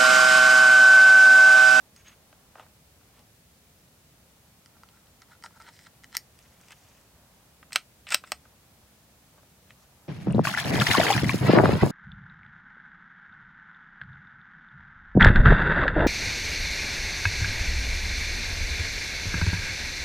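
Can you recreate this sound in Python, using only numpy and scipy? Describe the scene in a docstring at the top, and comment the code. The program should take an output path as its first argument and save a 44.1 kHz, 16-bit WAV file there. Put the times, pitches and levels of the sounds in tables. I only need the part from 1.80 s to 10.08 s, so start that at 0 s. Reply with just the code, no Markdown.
"""Outdoors by a hedge, a small-bore rifle on a tripod, two metres from a camera's stereo microphone.
Far road rumble and microphone hiss run throughout. First a hand rummages in a pocket, where loose metal
jingles. From 3 s a magazine scrapes and ticks into its well, then latches; hands and cloth rustle. Near
6 s the bolt is lifted, drawn, pushed home and locked, each blow ringing steel and wood. A last rustle
of hands follows. Ground and hedge scatter every close sound."""
import sys
import numpy as np
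from scipy import signal
from scipy.fft import rfft, irfft
from scipy.io import wavfile
from scipy.ndimage import uniform_filter1d

SR = 44100
rng = np.random.default_rng(int(sys.argv[2]) if len(sys.argv) > 2 else 0)


def generate_wav(sig):
    """Save sig (samples, or channels by samples) to the path in sys.argv[1] as 16-bit PCM at SR."""
    pcm = np.round(np.clip(np.atleast_2d(sig).T, -1, 1) * 32767).astype(np.int16)
    wavfile.write(sys.argv[1], SR, pcm)


N = 365148

# Spectra of the far road's rumble and the microphone's hiss: frequency_hz, relative_density_db
RUMBLE_SPECTRUM = [(12, -57), (20, -12), (27, -22), (45, -8.5), (65, 1.5), (97, -1), (167, -2), (260, -7.5),
                   (318, -11.5), (359, -13.5), (572, -14.5), (1010, -25.5), (2500, -31), (3250, -53),
                   (5500, -120)]
HISS_SPECTRUM = [(35, -31.5), (60, -11.5), (189, -3.5), (256, -4), (732, -4), (822, -7), (903, -7.5),
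                 (1780, -5), (14600, -9), (16000, -10.5)]
# Slow swell of tyre roar: time_s, gain_db
TYRE_SWELL = [(0.0, -67.5), (0.25, -70.5), (0.62, -65.5), (1.0, -72), (1.38, -67.5), (1.56, -74.5),
              (2.5, -68.5), (4.1, -68.5), (5.46, -65), (6.3, -71.5), (6.7, -67.5), (8.0, -70.5),
              (8.28, -63)]
# Strokes of hand on cloth: full_pressure_s, rise_s, hold_s, fall_s, middle_db, low_db, high_db
HAND_STROKES = [ (0.163, .008, .05, .022, -63.5, -80, -67), (0.256, 0.015, 0.039, 0.027, -53.5, -70, -77),
                (0.305, .01, .035, .01, -62, -79, -76), (0.798, 0.05, 0.0068, 0.072, -58, -49.5, -72),
                (1.39, 0.083, 0.0019, 0.038, -62, -60.5, -81), (4.6, 0.13, 0.1, .14, -67, -76, -69.5),
                (4.81, 0.068, 0.11, .02, -69, -74, -70), (4.926, 0.05, .001, 0.0079, -48.5, -59, -63),
                (4.94, .01, .23, 0.11, -65.5, -72.5, -67.5), (7.58, .06, .003, 0.044, -76, -62, -81),
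                (7.912, 0.074, 0.00085, .03, -62, -68, -72), (8.03, 0.14, 0.018, .02, -78, -64.5, -68.5)]
# Middle, low and high bands of hand and cloth rustle: low_hz, high_hz
RUSTLE_BANDS = [(1120, 3340), (490, 1380), (3840, 6900)]
# Shakes of loose metal in the pocket: full_shake_s, rise_s, hold_s, fall_s, level_db
POCKET_SHAKES = [(0.166, 0.015, .045, .015, -67), (0.284, .04, .001, .02, -55.5), (0.3, .01, .04, .01, -76)]
# Blows of hand, magazine and bolt, with each part's peak level: time_s, steel_action_db,
# wooden_stock_db, small_parts_db, spot_pitch_hz, contact_ms
HAND_BLOWS = [ (0.162, -53, -59, -41, 5000, 1.9), (0.2824, -58, -51, -47, 1540, 0.82),
              (0.5254, -51, -48, -70, 1050, 3.7), (0.7533, -49, -37, -68, 780, 3.2),
              (0.7822, -56, -49, -62, 1250, .74), (0.7959, -41, -40, -52, 1810, 1.5),
              (1.212, -59, -57, -66, 1100, 1.2), (1.392, -53, -59, -50, 4070, 1.8),
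              (4.5897, -49, -68, -42.5, 8710, 0.75), (4.8126, -62, -59, -47, 7640, 1.1),
              (4.8838, -44, -58, -45, 2140, 1.1), (4.9067, -43, -49, -43, 8220, 1.2),
              (4.9203, -49, -48, -37.5, 2040, 0.84), (5.086, -60, -66, -50, 4800, 1.2),
              (5.212, -62, -64, -49, 7400, 1), (7.6314, -65, -51.5, -66, 719, 0.52),
              (7.906, -40, -48, -56.5, 2130, 0.96)]
MAGAZINE_BLOWS = [ (2.8596, -43.5, -52, -40, 2570, 1.2), (3.034, -44, -39.5, -46, 1340, 0.96),
                  (3.0866, -46.5, -53, -53, 3940, 2.7), (3.2692, -53, -65, -64, 3920, 1.8),
                  (3.4196, -60, -61, -41.5, 5280, 1.1), (3.6249, -45, -52, -43, 5070, 0.67),
                  (3.638, -37, -37, -31.5, 4690, 1.3), (3.6617, -33.5, -35, -46, 1520, 0.54),
                  (3.708, -55, -50.5, -66, 904, .82), (3.8008, -56, -42, -48, 1470, 1.1),
                  (3.821, -48, -65, -41.5, 4460, 1.3), (3.965, -47, -70, -57, 2990, .98),
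                  (3.9909, -42, -56, -47, 4340, .99), (4.0654, -46, -55, -56, 1890, 1.4),
                  (4.2354, -45, -52, -47, 8370, 1.6), (4.2428, -35.5, -51, -40.5, 1900, 1.1),
                  (4.3214, -46, -61, -56, 4040, .93), (4.3273, -42, -48, -44, 5540, 1.1),
                  (4.351, -29.5, -42, -27, 4900, 1.06), (4.3682, -18, -39, -13.5, 6500, 1.12)]
BOLT_BLOWS = [ (5.8287, -40.5, -44.5, -59, 1900, 1.06), (5.906, -50, -51, -58, 1990, 1.7),
              (5.9216, -32, -39.5, -40, 2430, 1.4), (5.93, -28.5, -44, -24.5, 4400, 1.44),
              (5.9578, -6, -17, -10.5, 3240, 2.07), (6.2684, -33, -41.5, -51, 3120, 1.5),
              (6.2892, -33.5, -54.5, -34, 2500, 1.4), (6.3046, -33, -44, -23.5, 4500, 1.2),
              (6.321, -22.5, -33.5, -23, 5140, 2.3), (6.3383, -27, -37.5, -25.5, 5060, 1.8),
              (6.3438, -6, -18.5, -6, 3600, 1.9), (6.4375, -41, -34, -48, 1340, 1.9),
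              (6.4735, -47, -54, -46, 5040, 1.4), (6.5193, -19, -21, -14.5, 835, 0.9),
              (6.651, -60, -49, -68, 1520, 5.4)]
# Strokes of magazine and bolt: full_pressure_s, rise_s, hold_s, fall_s,
# steel_action_db, wooden_stock_db, small_parts_db
MAGAZINE_STROKES = [ (2.96, 0.082, 0.0092, .06, -87, -69, -84), (3.152, .06, .006, 0.062, -77, -65, -76),
                    (3.27, .06, .02, .03, -83, -78, -81), (3.422, 0.015, .001, 0.014, -56, -54.5, -62),
                    (3.515, .035, 0.013, 0.054, -62, -54.5, -67),
                    (3.642, 0.0047, 0.016, .02, -61, -46, -50.5),
                    (3.776, 0.054, 0.0013, 0.004, -69, -53, -65),
                    (3.8, 0.0026, 0.011, 0.017, -60, -55.5, -66),
                    (3.888, 0.075, .002, 0.022, -51.5, -48.5, -57.5),
                    (3.925, .01, .125, .01, -65, -85, -64),
                    (4.07, 0.016, 0.00085, 0.0073, -50.5, -51.5, -55.5),
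                    (4.352, 0.01, 0.0011, .012, -35.5, -43, -42), (4.338, 0.052, .01, .02, -62, -70, -67)]
BOLT_STROKES = [ (5.937, .003, .004, 0.0058, -52, -60.5, -45), (5.951, .006, .003, 0.009, -47, -46, -43),
                (6.272, .003, .002, 0.016, -44, -52.5, -58), (6.308, .006, .032, .004, -36.5, -43, -43.5),
                (6.285, .01, 0.014, 0.0073, -50.5, -56, -55.5),
                (6.322, .006, .002, 0.016, -34.5, -34, -31.5), (6.445, .003, .001, 0.0085, -50, -55, -67),
                (6.471, .025, .002, 0.081, -61, -62, -59.5)]
# Resonances of rifle and magazine: pitch_hz, width_hz, relative_db
RIFLE_MODES = [(303, 90, -16.5), (596.6, 36, -2.5), (8730, 200, -10.5), (11100, 300, -22), (1044, 47, -6.5),
               (2380, 320, -2.5), (710, 120, -5.5), (1283, 49, 0), (1517, 72, -0.5), (1910, 140, 5.5),
               (2682, 57, 6), (3120, 140, 1), (3040, 39, -11.5), (3410, 44, 0.5), (3940, 150, 2),
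               (4340, 200, -1), (4984, 120, 2), (5450, 67, 0.5), (5930, 62, -6.5), (6100, 600, -11),
               (7760, 230, -7.5), (8150, 140, 2.5), (8990, 130, -16), (9170, 120, -28), (9400, 54, -17.5),
               (12180, 450, -15.5), (13350, 190, -28), (14300, 250, -15), (14800, 55, -23.5),
               (15120, 160, -33.5)]
MAGAZINE_MODES = [(523, 170, -12), (923, 80, 0.5), (1360, 69, 5), (1950, 160, 6), (3030, 180, 2.5),
                  (4170, 190, 5.5), (4860, 190, 3), (5470, 340, -4), (6500, 410, -8), (7550, 230, -12.5),
                  (8260, 130, -25), (8730, 170, -2.5), (10660, 300, -14), (11100, 180, -20),
                  (12530, 400, 0), (13800, 600, -3), (15200, 150, -28)]
# Limits between which butt, stock, action, small parts and edge radiate, in that order: frequency_hz
PART_LIMITS_HZ = (180, 650, 1700, 4200, 9500, 16500)

# Tone of each kind of blow; ring_scale shortens the ring, usual_hz is for stock, action and small parts
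HAND_TONE = dict(ring_scale=.49, usual_hz=(1300, 2210, 5040), butt_db=-9.5, edge_db=-15, edge_slope=.94)
MAGAZINE_TONE = dict(ring_scale=.61, usual_hz=(1340, 1980, 5000), butt_db=-30, edge_db=6, edge_slope=1.73)
BOLT_TONE = dict(ring_scale=.6, usual_hz=(1300, 2300, 4450), butt_db=-16, edge_db=-9.5, edge_slope=1.15)
SIDES = np.array([[1], [-1]])  # left, right


def undb(db):
    """Gain of a level in dB."""
    return 10 ** (np.asarray(db) / 20)


def noise(spectrum, rms_db):
    """Steady noise of a given colour and level."""
    hz, density_db = np.transpose(spectrum)
    log_bins = np.log(np.arange(N // 2 + 1) * SR / N + 1)
    colour = undb(np.interp(log_bins, np.log(hz), density_db))
    x = irfft(rfft(rng.standard_normal(N)) * colour, N)
    return x * undb(rms_db) / x.std()


def far_road():
    """Distant rumble reaches both microphone ports nearly alike; tyre roar swells slowly over it."""
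    rumble = noise(RUMBLE_SPECTRUM, rms_db=-62) + .1 * SIDES * noise(RUMBLE_SPECTRUM, rms_db=-62)
    swell = undb(np.interp(np.arange(N) / SR, *np.transpose(TYRE_SWELL)))
    roar = noise([(250, -23.5), (500, -3.5), (800, -1), (1400, -8), (4000, -34)], rms_db=-2)
    return rumble + swell * roar


def microphone_hiss():
    """Each port hisses on its own."""
    return np.array([noise(HISS_SPECTRUM, rms_db=-61) for _ in SIDES])


def pressure(strokes, range_db=20):
    """A gain curve per level column: strokes press, hold and let go, moving range_db per rise or fall."""
    gains = np.zeros((len(strokes[0]) - 4, N))
    for full_s, rise_s, hold_s, fall_s, *levels_db in strokes:
        first = max(int((full_s - 2 * rise_s) * SR), 0)
        last = min(int((full_s + hold_s + 2 * fall_s) * SR), N)
        t = np.arange(first, last) / SR - full_s
        slack = np.maximum(np.maximum(-t / rise_s, (t - hold_s) / fall_s), 0)
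        gains[:, first:last] += undb(np.array(levels_db)[:, None] - range_db * slack)
    return gains


def pressed(strokes, layers):
    """The same strokes drive every layer, each at its own level."""
    return sum(gain * layer / layer.std() for gain, layer in zip(pressure(strokes), layers))


def stick_slip(grit_db):
    """Friction: dense tiny contacts of uneven size."""
    white = rng.standard_normal(N)
    sizes = np.repeat(rng.exponential(size=N // 40 + 1), 40)[:N]
    return white * undb(grit_db * sizes)


def hand_rubbing(patch_s=.012, patch_db=3):
    """Skin and cloth rustle in three broad bands, with no ring; the grip comes in patches."""
    span = int(patch_s * SR)
    patches = uniform_filter1d(rng.standard_normal((len(RUSTLE_BANDS), N)), span) * np.sqrt(span)
    contacts = stick_slip(grit_db=.5) * undb(patch_db * patches)
    rustles = [signal.lfilter(*signal.butter(2, band_hz, "bandpass", fs=SR), x)
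               for band_hz, x in zip(RUSTLE_BANDS, contacts)]
    return pressed(HAND_STROKES, rustles)


def pocket_jingle(pitch_hz=6500, width_hz=52):
    """Loose metal in the pocket: one thin mode shaken by noise."""
    resonance = signal.iirpeak(pitch_hz, pitch_hz / width_hz, SR)
    return pressed(POCKET_SHAKES, [signal.lfilter(*resonance, rng.standard_normal(N))])


def rings(modes, ring_scale, contact_ms, pitches_hz=(), focus_db_per_octave=(6.5, 9.5, 4.5)):
    """Action, stock, small parts, edge and butt swell during contact, then ring down."""
    hz, width_hz, db = np.transpose(modes)
    part = np.searchsorted(PART_LIMITS_HZ, hz) - 1
    for k, near_hz in enumerate(pitches_hz):  # modes near the struck pitch answer most
        db = db - (part == k + 1) * focus_db_per_octave[k] * np.abs(np.log2(hz / near_hz))
    t = np.arange(SR // 30) / SR
    contact_s = contact_ms / 1000
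    # each mode is reached a little earlier or later, and detuned slightly by the grip
    lag, detune, phase = np.hsplit(rng.standard_normal((len(hz), 3)), 3)
    peak_s = contact_s * np.exp(.3 * lag)
    swell = np.minimum(t / peak_s, 1) ** 2
    decay = np.exp(-np.pi * width_hz[:, None] * np.maximum(t - peak_s, 0) / ring_scale)
    tones = np.sin(2 * np.pi * (hz[:, None] * (1 + .01 * detune) * t + phase))
    waves = (undb(db) * width_hz)[:, None] * swell * decay * tones
    # the meeting faces crack: a burst of noise about as long as the contact
    progress = t / contact_s
    crack = undb(-5.5) * rng.standard_normal(len(t)) * progress ** 2 * np.exp(2 - 2 * progress)
    radiated = []
    for k in (2, 1, 3, 4, 0):  # a part radiates little outside its own band
        ring = waves[part == k].sum(axis=0)
        band = signal.butter(2, PART_LIMITS_HZ[k:k + 2], "bandpass", fs=SR)
        radiated.append(signal.lfilter(*band, ring + crack * np.abs(ring).max()))
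    return radiated


def clicks(blows, modes, ring_scale, usual_hz, butt_db, edge_db, edge_slope):
    """Each blow sets the parts ringing; the butt's level follows the stock, the edge's the small parts."""
    out = np.zeros(N + SR)
    for time_s, action_db, stock_db, small_db, spot_hz, contact_ms in blows:
        start = int((time_s - .0006) * SR)  # contact starts just before it is heard
        struck = np.searchsorted(PART_LIMITS_HZ, spot_hz) - 2
        pitches_hz = [spot_hz if k == struck else hz for k, hz in enumerate(usual_hz)]
        part_db = action_db, stock_db, small_db, edge_db + edge_slope * small_db, stock_db + butt_db
        for db, ring in zip(part_db, rings(modes, ring_scale, contact_ms, pitches_hz)):
            out[start:start + len(ring)] += undb(db) * ring / np.abs(ring).max()
    return out[:N]


def hand_knocks():
    """Light handling knocks ring the rifle briefly."""
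    return clicks(HAND_BLOWS, RIFLE_MODES, **HAND_TONE)


def sliding(strokes, modes, grit_db, ring_scale):
    """Sliding faces stick and slip, keeping action, stock and small parts ringing."""
    contacts = stick_slip(grit_db)
    parts = rings(modes, ring_scale, contact_ms=.05)[:3]
    return pressed(strokes, [signal.oaconvolve(contacts, ring)[:N] for ring in parts])


def magazine():
    """The magazine ticks and scrapes against its well, then latches with its hardest blow."""
    ticks = clicks(MAGAZINE_BLOWS, MAGAZINE_MODES, **MAGAZINE_TONE)
    return ticks + sliding(MAGAZINE_STROKES, MAGAZINE_MODES, grit_db=2.5, ring_scale=.44)


def bolt_clacks():
    """The bolt strikes steel on steel, ringing the whole rifle."""
    return clicks(BOLT_BLOWS, RIFLE_MODES, **BOLT_TONE)


def bolt_scrape():
    """The bolt rubs along the action as it travels."""
    return sliding(BOLT_STROKES, RIFLE_MODES, grit_db=1.2, ring_scale=.27)


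def ground_and_hedge(direct, ground_s=.0082, ground_db=-17.5, hedge_t60_s=.13, hedge_db=-17.5):
    """Direct sound, one ground bounce and a short, duller hedge scatter, a little different per port."""
    bounce = undb(ground_db) * np.roll(direct, int(ground_s * SR))
    t = np.arange(SR // 5) / SR
    envelope = undb(-60 * t / hedge_t60_s) * np.minimum(t / .0031, 1)
    shared, apart = rng.standard_normal((2, len(t))) * envelope
    tails = signal.lfilter(*signal.butter(1, 14000, fs=SR), shared + .06 * SIDES * apart)
    tails *= undb(hedge_db) / np.sqrt(np.sum(tails[0] ** 2))
    return direct + bounce + signal.fftconvolve(direct[None], tails, axes=1)[:, :N]


def scene():
    """Hands and rifle close to the microphone, the hedge beside them, the road far off."""
    rifle = bolt_clacks() + hand_knocks() + bolt_scrape()
    close = rifle + magazine() + hand_rubbing() + pocket_jingle()
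    bass_cut = signal.butter(3, 170, "highpass", fs=SR, output="sos")  # small things move no air down low
    return ground_and_hedge(signal.sosfilt(bass_cut, close)) + far_road() + microphone_hiss()


def record(dry):
    """The camera cuts the treble steeply above 15.9 kHz."""
    return signal.sosfilt(signal.ellip(10, .2, 75, 15900, fs=SR, output="sos"), dry)


dry = scene()
out = record(dry)
generate_wav(out)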